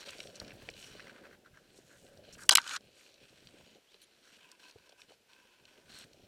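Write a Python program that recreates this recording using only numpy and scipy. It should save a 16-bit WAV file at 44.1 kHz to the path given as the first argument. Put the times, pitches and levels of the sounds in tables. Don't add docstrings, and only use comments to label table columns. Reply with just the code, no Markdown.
import sys
import numpy as np
from scipy import signal
from scipy.fft import rfft, irfft
from scipy.io import wavfile
from scipy.ndimage import uniform_filter1d

SR = 44100
rng = np.random.default_rng(int(sys.argv[2]) if len(sys.argv) > 2 else 0)


def voltage_ratio(decibels):
    exponent = np.asarray(decibels, float) / 20
    return 10 ** exponent


def log_audio(samples):
    frames = np.atleast_2d(samples).T
    limited = np.clip(frames, -1, 1)
    pcm = np.round(limited * 32767).astype(np.int16)
    wavfile.write(sys.argv[1], SR, pcm)


N = 276720


def level(x, db):
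    return x * voltage_ratio(db) / np.sqrt(np.mean(x ** 2))


def colour(x, points):
    hz, db = np.transpose(points)
    f = np.arange(len(x) // 2 + 1) * SR / len(x) + 1
    gain = voltage_ratio(np.interp(np.log(f), np.log(hz), db))
    return irfft(rfft(x) * gain, len(x))


def band(x, hz, width_hz):
    return signal.lfilter(*signal.iirpeak(min(hz, .45 * SR), hz / width_hz, SR), x)


def steep_band(x, hz, width_hz):
    return band(band(x, hz, width_hz), hz, width_hz)


def wander(rate):
    knots = np.arange(0, N / SR + 1, 1 / rate)
    return np.interp(np.arange(N) / SR, knots, 1.9 * rng.standard_normal(len(knots)))


def rings(x, peaks, through_db, wander_db=0):
    out = voltage_ratio(through_db) * x
    for hz, width_hz, db in peaks:
        out = out + voltage_ratio(db + wander_db * wander(7)) * band(x, hz, width_hz)
    return out


def curve(table, column):
    rows = np.array(table)
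    return voltage_ratio(np.interp(np.arange(N) / SR, rows[:, 0], rows[:, column], left=-120, right=-120))


def strokes(table, fade_s, fade_share, above=None):
    t, power = np.arange(N) / SR, 0
    for row in table:
        start_s, length_s, db = row[:3]
        if above:
            db = db + row[above]
        outside_s = np.maximum(np.maximum(start_s - t, t - start_s - length_s), 0)
        power = power + voltage_ratio(db - 10 * outside_s / (fade_s + fade_share * length_s)) ** 2
    return np.sqrt(power)


def grains(rate, spread_db, smear_ms, bed_db, most_db=11):
    happens = rng.random(N) < rate / SR
    sizes = happens * voltage_ratio(np.minimum(spread_db * rng.exponential(size=N), most_db))
    bursts = signal.lfilter([1], [1, -np.exp(-1000 / (smear_ms * SR))], sizes)
    return rng.standard_normal(N) * (level(bursts, 0) + voltage_ratio(bed_db))


def blows(table, t60_s, kick):
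    out, t = np.zeros(N + 4096), np.arange(4096) / SR
    for start_s, peak_db, hz, share, chatter_ms in table:
        hold_s = chatter_ms / 1000
        dying_s = t60_s + 0.8 * hold_s
        burst = rng.standard_normal(4096) * voltage_ratio(-60 * np.maximum(t - hold_s, 0) / dying_s)
        burst[0] += kick
        burst = steep_band(burst, hz, hz * share)
        start = int(start_s * SR)
        out[start:start + 4096] += burst * voltage_ratio(peak_db) / np.abs(burst).max()
    return out[:N]


# centre_hz, width_hz, level_db
HOUSING_MODES = [(570, 98, 2.5), (1011, 14, -7), (1550, 230, 0), (2520, 600, -6.5), (2980, 50, -3.5),
                 (4200, 450, -2.5), (4670, 59, -0.5), (5580, 300, 1), (6800, 83, -9), (8170, 1000, -6.5),
                 (11000, 170, -9)]


def housing(x, through_db, wander_db=0):
    return rings(x, HOUSING_MODES, through_db, wander_db)


def texture(x, through_db):
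    return level(housing(x, through_db, wander_db=3.5), 0)


BRUSH_FADE_S, BRUSH_FADE_SHARE = 0.0072, 0.025
# start_s, length_s, fine_rustle_db, coarse_scrape_db (above the rustle)
DRAGS = [(0, 0.04, -59.5, 2), (.06, 0.038, -52, -2.5), (.11, 0.13, -57, -3.5), (.25, 0.79, -64.5, -4.5),
         (.35, 0.022, -58.5, -16), (.4, 0.016, -67, 4), (.47, 0.025, -62.5, 0), (.6, 0.083, -66.5, 2),
         (.76, 0.14, -60, -9.5), (.89, 0.085, -61.5, -1), (.98, .03, -69, 8), (1.02, .09, -64.5, 4.5),
         (1.14, .05, -71.5, 10), (1.11, 0.24, -70.5, 2.5), (1.24, 0.033, -78, 19), (1.455, 0.017, -74, 7),
         (1.545, .04, -70, -1.5), (1.6, 0.23, -74.5, -6.5), (1.87, 0.34, -74, -5), (1.91, 0.06, -76, 10),
         (2.24, .12, -65.5, -6), (2.36, 0.083, -77, -7), (2.385, 0.06, -70.5, 11),
         (2.82, 0.16, -72.5, -16.5), (2.96, .14, -67, -4.5), (3.11, .2, -73, -5), (3.21, 0.049, -65, -7),
         (3.29, 0.48, -67, -6), (3.8, 0.47, -75, -3.5), (3.91, .05, -69.5, -8), (4.01, 0.032, -70.5, -16),
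         (4.24, 0.085, -68.5, -1), (4.33, 0.039, -61.5, -8), (4.39, 0.13, -68.5, 0.5),
         (4.53, 0.096, -74.5, -1), (4.6, 0.1, -61.5, -10), (4.72, 0.19, -71, -3), (4.985, 0.063, -67.5, -6),
         (5.085, 0.056, -66, -9), (5.295, 0.24, -70, -1.5), (5.54, 0.18, -75, -12), (5.68, 0.14, -70, -1.5),
         (5.86, 0.035, -68.5, 1), (5.9, .14, -58, -4), (6.06, 0.2, -73.5, -6.5)]
# pitch_hz, level_db
SCRAPE_TONE = [(600, -29), (900, 3), (1500, 1), (2100, 2), (3000, -22.5)]
# pitch_hz, level_db
RUSTLE_TONE = [(1500, -22.5), (2400, 0.5), (3200, 6), (5500, -7), (8000, -15), (12000, -34)]


def brush(twigs):
    drag = strokes(DRAGS, BRUSH_FADE_S, BRUSH_FADE_SHARE)
    scrape_gain = strokes(DRAGS, BRUSH_FADE_S, BRUSH_FADE_SHARE, above=3)
    scrape = scrape_gain * texture(colour(twigs, SCRAPE_TONE), -8)
    rustle = drag * texture(colour(twigs, RUSTLE_TONE), -6)
    return scrape + rustle, drag


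# time_s, dull_crunch_db, body_rumble_db
TREAD_LEVELS = [(0, -65.5, -70), (.2, -59.5, -66), (.3, -64.5, -64), (.45, -55.5, -59.5),
                (.7, -60.5, -63.5), (.75, -63.5, -65.5), (.98, -60, -60), (1.09, -59.5, -71),
                (1.2, -63, -73), (1.27, -57.5, -65.5), (1.5, -68.5, -74), (1.9, -65, -71), (2.0, -72, -71),
                (2.06, -63.5, -64), (2.12, -67, -71), (2.24, -61, -65), (2.6, -65, -70),
                (2.8, -67.5, -69.5), (3.17, -75, -83.5), (3.22, -65.5, -67.5), (3.3, -75, -76),
                (3.45, -66, -67), (3.78, -64, -75.5), (3.81, -86, -87), (4.2, -75.5, -85.5),
                (4.4, -71, -81.5), (4.7, -79, -94), (4.78, -83, -83), (4.93, -72, -86), (4.96, -83, -84.5),
                (5.12, -70.5, -77), (5.17, -86.5, -84), (5.28, -78, -83.5), (5.55, -74.5, -86.5),
                (5.65, -73, -75), (5.75, -68.5, -82), (5.93, -65, -64.5), (6.1, -69, -75),
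                (6.27, -64, -67.5)]
# pitch_hz, level_db
RUMBLE_TONE = [(15, -24.5), (25, -3.5), (60, -3), (130, 0.5), (200, -2.5), (350, -33.5)]
# pitch_hz, level_db
CRUNCH_TONE = [(100, -29.5), (200, 1), (400, 1), (600, -4.5), (760, -7.5), (1100, -27), (2000, -58.5)]


def boots(drag):
    rumble = colour(grains(25, 1.4, 13.0, 0.5), RUMBLE_TONE)
    crunch = colour(grains(90, 4.5, 4.0, 0.64), CRUNCH_TONE)
    crunch_gain = np.hypot(curve(TREAD_LEVELS, 1), voltage_ratio(-8.5) * drag)
    return curve(TREAD_LEVELS, 2) * texture(rumble, 0) + crunch_gain * texture(crunch, 3)


# start_s, length_s, level_db
POWDER_THROWS = [(0, 0.013, -60), (.1, 0.15, -63.5), (.8, 0.074, -60), (1.77, 0.013, -65),
                 (1.88, 0.16, -68), (2.41, 0.022, -61), (2.98, 0.082, -66.5), (3.29, 0.017, -76),
                 (4.26, 0.11, -73.5), (4.69, .02, -74), (5.0, 0.016, -69), (5.115, 0.021, -74.5),
                 (5.93, 0.072, -66)]
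# pitch_hz, level_db
SWISH_TONE = [(1800, -28), (3200, -3.5), (5000, -3.5), (6500, 2), (8200, -2), (11000, -7), (15300, -13),
              (15700, -38)]


def powder(drag):
    swish = colour(grains(300, 1.3, 0.82, 4.4), SWISH_TONE)
    throws = strokes(POWDER_THROWS, fade_s=.015, fade_share=0.5)
    return np.hypot(throws, voltage_ratio(-10) * drag) * texture(swish, -4)


# pitch_hz, level_db (before the overall level is set)
HISS_TONE = [(15, -43), (25, -11), (190, -13), (416, -2), (695, -6), (1100, -13), (1520, -8), (2050, -10.5),
             (2480, -6.5), (3920, -10), (15300, -23.5), (15600, -45.5)]


def hiss():
    return level(colour(rng.standard_normal(N), HISS_TONE), -71.5)


# pitch_hz, level_db (before the overall fuzz gain)
FUZZ_TONE = [(500, -26), (1000, -0.5), (3000, 7.5), (8000, 4.5), (14000, -4.5)]
# pitch_hz, level_db (against the hiss, before a final lift)
APART_TONE = [(60, -40.5), (110, -42.5), (200, -42), (380, -43.5), (700, -32.5), (1290, -31), (2380, -35),
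              (4400, -24.5), (8120, -11.5), (15000, -5.5)]


def channel_difference(mono):
    fuzz = voltage_ratio(-38) * colour(mono * rng.standard_normal(N), FUZZ_TONE)
    return fuzz + voltage_ratio(3.5) * colour(hiss(), APART_TONE)


# start_s, peak_db, centre_hz, chatter_ms
SNAPS = [(.008, -43, 3500, 7.8), (.062, -44, 4040, 6.7), (0.088, -40.5, 4100, 3.5),
         (.1065, -36, 6800, 0.66), (.184, -39.5, 4000, .8), (0.203, -32.5, 2950, 1.5),
         (.272, -40, 3250, 0.74), (.356, -41.5, 5450, 4.3), (.367, -41, 5200, 1.2), (0.4, -32.5, 4700, 1.1),
         (0.415, -44, 1600, .6), (.447, -45, 3480, .6), (0.48, -40.5, 4020, .8), (0.506, -42, 2300, 2.9),
         (.519, -44, 2200, 1.7), (0.6889, -29.5, 2200, 0.69), (.701, -39, 5200, .6),
         (0.739, -43.5, 3630, 1.2), (.996, -41, 1760, 6.9), (1.003, -44, 2250, 1.5),
         (1.071, -43.5, 1870, 1.3), (1.096, -42.5, 1670, 1.2), (1.162, -49, 2090, 1.7),
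         (1.253, -47, 2120, 2.5), (1.268, -48, 1700, 2.3), (1.312, -50, 1490, .4),
         (2.066, -51.5, 2980, 0.96), (2.175, -50, 4200, .6), (2.326, -47.5, 6160, 21),
         (2.383, -47.5, 7000, 4.3), (2.385, -50, 1550, 11.3), (2.405, -48.5, 7300, 24),
         (2.435, -35.5, 6600, 1.5), (2.452, -48.5, 7520, 16), (3.142, -48.5, 4550, 0.48),
         (3.295, -54, 4000, .6), (3.472, -41, 3500, .8), (3.943, -49, 3210, 1.5), (4.016, -52, 9900, 15.4),
         (4.5162, -40.5, 5680, 0.54), (4.711, -45, 4515, 1.1), (4.893, -50.5, 4600, 2.7),
         (4.922, -52, 3100, 5.1), (4.995, -57, 1414, 1.45), (5.018, -40.5, 3160, 1.23),
         (5.333, -47.5, 3330, 0.57), (5.654, -45.5, 3760, .9), (5.988, -38, 8300, .75),
         (6.133, -48, 3920, 0.62)]


def ticks():
    rows = [(s, db, hz, 0.75, ms) for s, db, hz, ms in SNAPS]
    return housing(blows(rows, t60_s=.014, kick=7.5), -1.7)


# start_s, peak_db, centre_hz
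SNOW_THUDS = [(.417, -42, 616), (.687, -42, 488), (1.787, -50.5, 390), (3.538, -53, 320), (3.567, -55, 416),
              (3.61, -54, 540), (3.944, -56.5, 450), (4.756, -56.5, 122), (4.758, -47.5, 490),
              (4.895, -55, 500), (4.926, -52.5, 539), (5.106, -52, 490), (5.118, -52, 600)]


def thuds():
    rows = [(*row, 0.71, 0.94) for row in SNOW_THUDS]
    return blows(rows, t60_s=0.035, kick=7.5)


# start_s, length_s, start_hz, end_hz, level_db, overtone_tilt_db (per overtone)
CLOTH_SQUEAKS = [(1.76, 0.036, 2710, 7050, -65.5, -17), (3.872, 0.048, 2900, 4000, -67, -16.5),
                 (4.029, 0.018, 2860, 3660, -65, 0.5)]


def squeaks():
    out = np.zeros(N)
    for start_s, length_s, start_hz, end_hz, db, tilt_db in CLOTH_SQUEAKS:
        u = np.arange(int(length_s * SR)) / (length_s * SR)
        waver = 1 + 0.11 * uniform_filter1d(rng.standard_normal(4096), 16)[:len(u)]
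        hz = (start_hz + (end_hz - start_hz) * u ** 1.1) * waver
        phase = 2 * np.pi * np.cumsum(hz) / SR
        tone = 0
        for k in range(3):
            audible = (k + 1) * hz < .3 * SR
            tone = tone + voltage_ratio(k * tilt_db) * np.sin((k + 1) * phase) * audible
        start = int(start_s * SR)
        out[start:start + len(u)] += voltage_ratio(db) * np.sin(np.pi * u) ** .5 * tone
    return out


# start_s, peak_db, centre_hz, width_share (of centre), chatter_ms
STEEL_BLOWS = [(2.49, -29.5, 2900, 0.57, 2.4), (2.4922, -3, 4777, 2.2, 2.1), (2.493, -17, 1465, 0.86, 3.6),
               (2.509, -12.5, 4450, 0.44, 4.8), (2.5155, -23, 5900, .7, 3.5), (2.511, -23, 930, 0.94, 20.4),
               (2.522, -18, 8000, 0.9, 1.5), (2.522, -21.5, 3800, .8, 9.4), (2.5315, -26, 6500, 1.3, 4),
               (2.532, -26.5, 1509, 0.35, 4.2), (2.551, -24, 4000, 1.5, 2), (2.553, -3, 7495, 2.2, 1.7),
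               (2.5555, -8.5, 3080, 1.1, 2.4), (2.5715, -12.5, 4700, 2, 2.3),
               (2.5824, -11, 1550, 0.65, 0.65), (2.5845, -26.5, 3000, 1.1, 5),
               (2.6165, -35.5, 5420, 0.69, .6), (2.642, -39.5, 2170, 2.4, 2.5),
               (2.664, -37.5, 1350, 1.2, 3), (2.676, -31.5, 4000, 1.3, 3.1),
               (2.6935, -30.5, 4600, 1.3, 1.3), (2.708, -32, 2030, 1.56, 7.6),
               (2.762, -28.5, 4200, 0.67, 3.6), (2.774, -44, 4380, .96, 2.1), (2.808, -55, 4420, 0.59, .8)]
# pitch_hz, level_db (before the overall ring gain), t60_s
STEEL_MODES = [(944.6, -4, 0.083), (1540, -3.5, 0.095), (2980, -1.5, 0.01), (3220, -5.5, 0.042),
               (3970, -7, 0.014), (4653, -10.5, 0.035), (5100, -6, 0.014), (6080, -10, 0.028),
               (7300, -14.5, 0.033), (7594, -9.5, 0.0033), (8400, -9.5, 0.0087), (9700, -17, .015)]


def clacks():
    hits = blows(STEEL_BLOWS, t60_s=0.0059, kick=0.54)
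    hits = signal.lfilter(*signal.butter(2, 10500, fs=SR), hits)
    steel = sum(voltage_ratio(db) * band(hits, hz, np.log(1000) / np.pi / t60_s) for hz, db, t60_s in STEEL_MODES)
    stock = steep_band(np.abs(hits), 308, 600)
    return hits + voltage_ratio(-21) * stock + voltage_ratio(4.5) * steel


# time_s, hollow_rub_db, bright_rub_db
SLIDE_LEVELS = [(2.595, -34, -48), (2.612, -54.5, -52.5), (2.67, -50.5, -51), (2.7, -47, -49),
                (2.728, -42, -41), (2.766, -38.5, -41.5), (2.769, -41, -48), (2.785, -65, -91)]
# centre_hz, width_hz, level_db
SLIDE_MODES = [(2310, 196, 6.5), (3540, 270, -0.5), (4200, 499, -1.5), (5680, 150, 3.5), (6700, 290, 6),
               (8100, 250, -1)]


def slide():
    rub = grains(370, 1.7, 8.9, -2)
    hollow = level(band(band(rub, 1390, 270), 1500, 1200), 0)
    bright = colour(rub, [(1500, -37.5), (2500, 1.5), (7000, -5.5), (12000, -16.5), (16000, -30.5)])
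    bright = level(rings(bright, SLIDE_MODES, 0), 0)
    return curve(SLIDE_LEVELS, 1) * hollow + curve(SLIDE_LEVELS, 2) * bright


# start_s, length_s, level_db
GRIP_SHIFTS = [(4.42, 0.13, -70), (4.6, 0.12, -66.5), (4.78, 0.21, -74), (4.99, 0.013, -71),
               (5.09, .05, -79), (5.3, 0.25, -71), (5.55, .3, -76)]
# centre_hz, width_hz, level_db
STOCK_MODES = [(990, 76, -0.52), (1550, 70, 0), (2585, 138, -1.23)]


def grip(twigs):
    tones = level(rings(twigs, STOCK_MODES, -38), 0)
    return strokes(GRIP_SHIFTS, BRUSH_FADE_S, BRUSH_FADE_SHARE) * tones


def scene():
    twigs = grains(220, 3.0, 1.5, 3)
    brushing, drag = brush(twigs)
    movement = brushing + boots(drag) + powder(drag) + grip(twigs)
    mono = movement + hiss() + ticks() + thuds() + squeaks() + clacks() + slide()
    apart = channel_difference(mono)
    return np.array([mono + apart, mono - apart])


def roll_off(x):
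    return signal.sosfilt(signal.butter(12, 16850, fs=SR, output="sos"), x)


def record(dry):
    low_pass = signal.butter(6, 16300, fs=SR, output="sos")
    mix = signal.sosfilt(low_pass, dry)
    return roll_off(mix)


dry = scene()
out = record(dry)
log_audio(out)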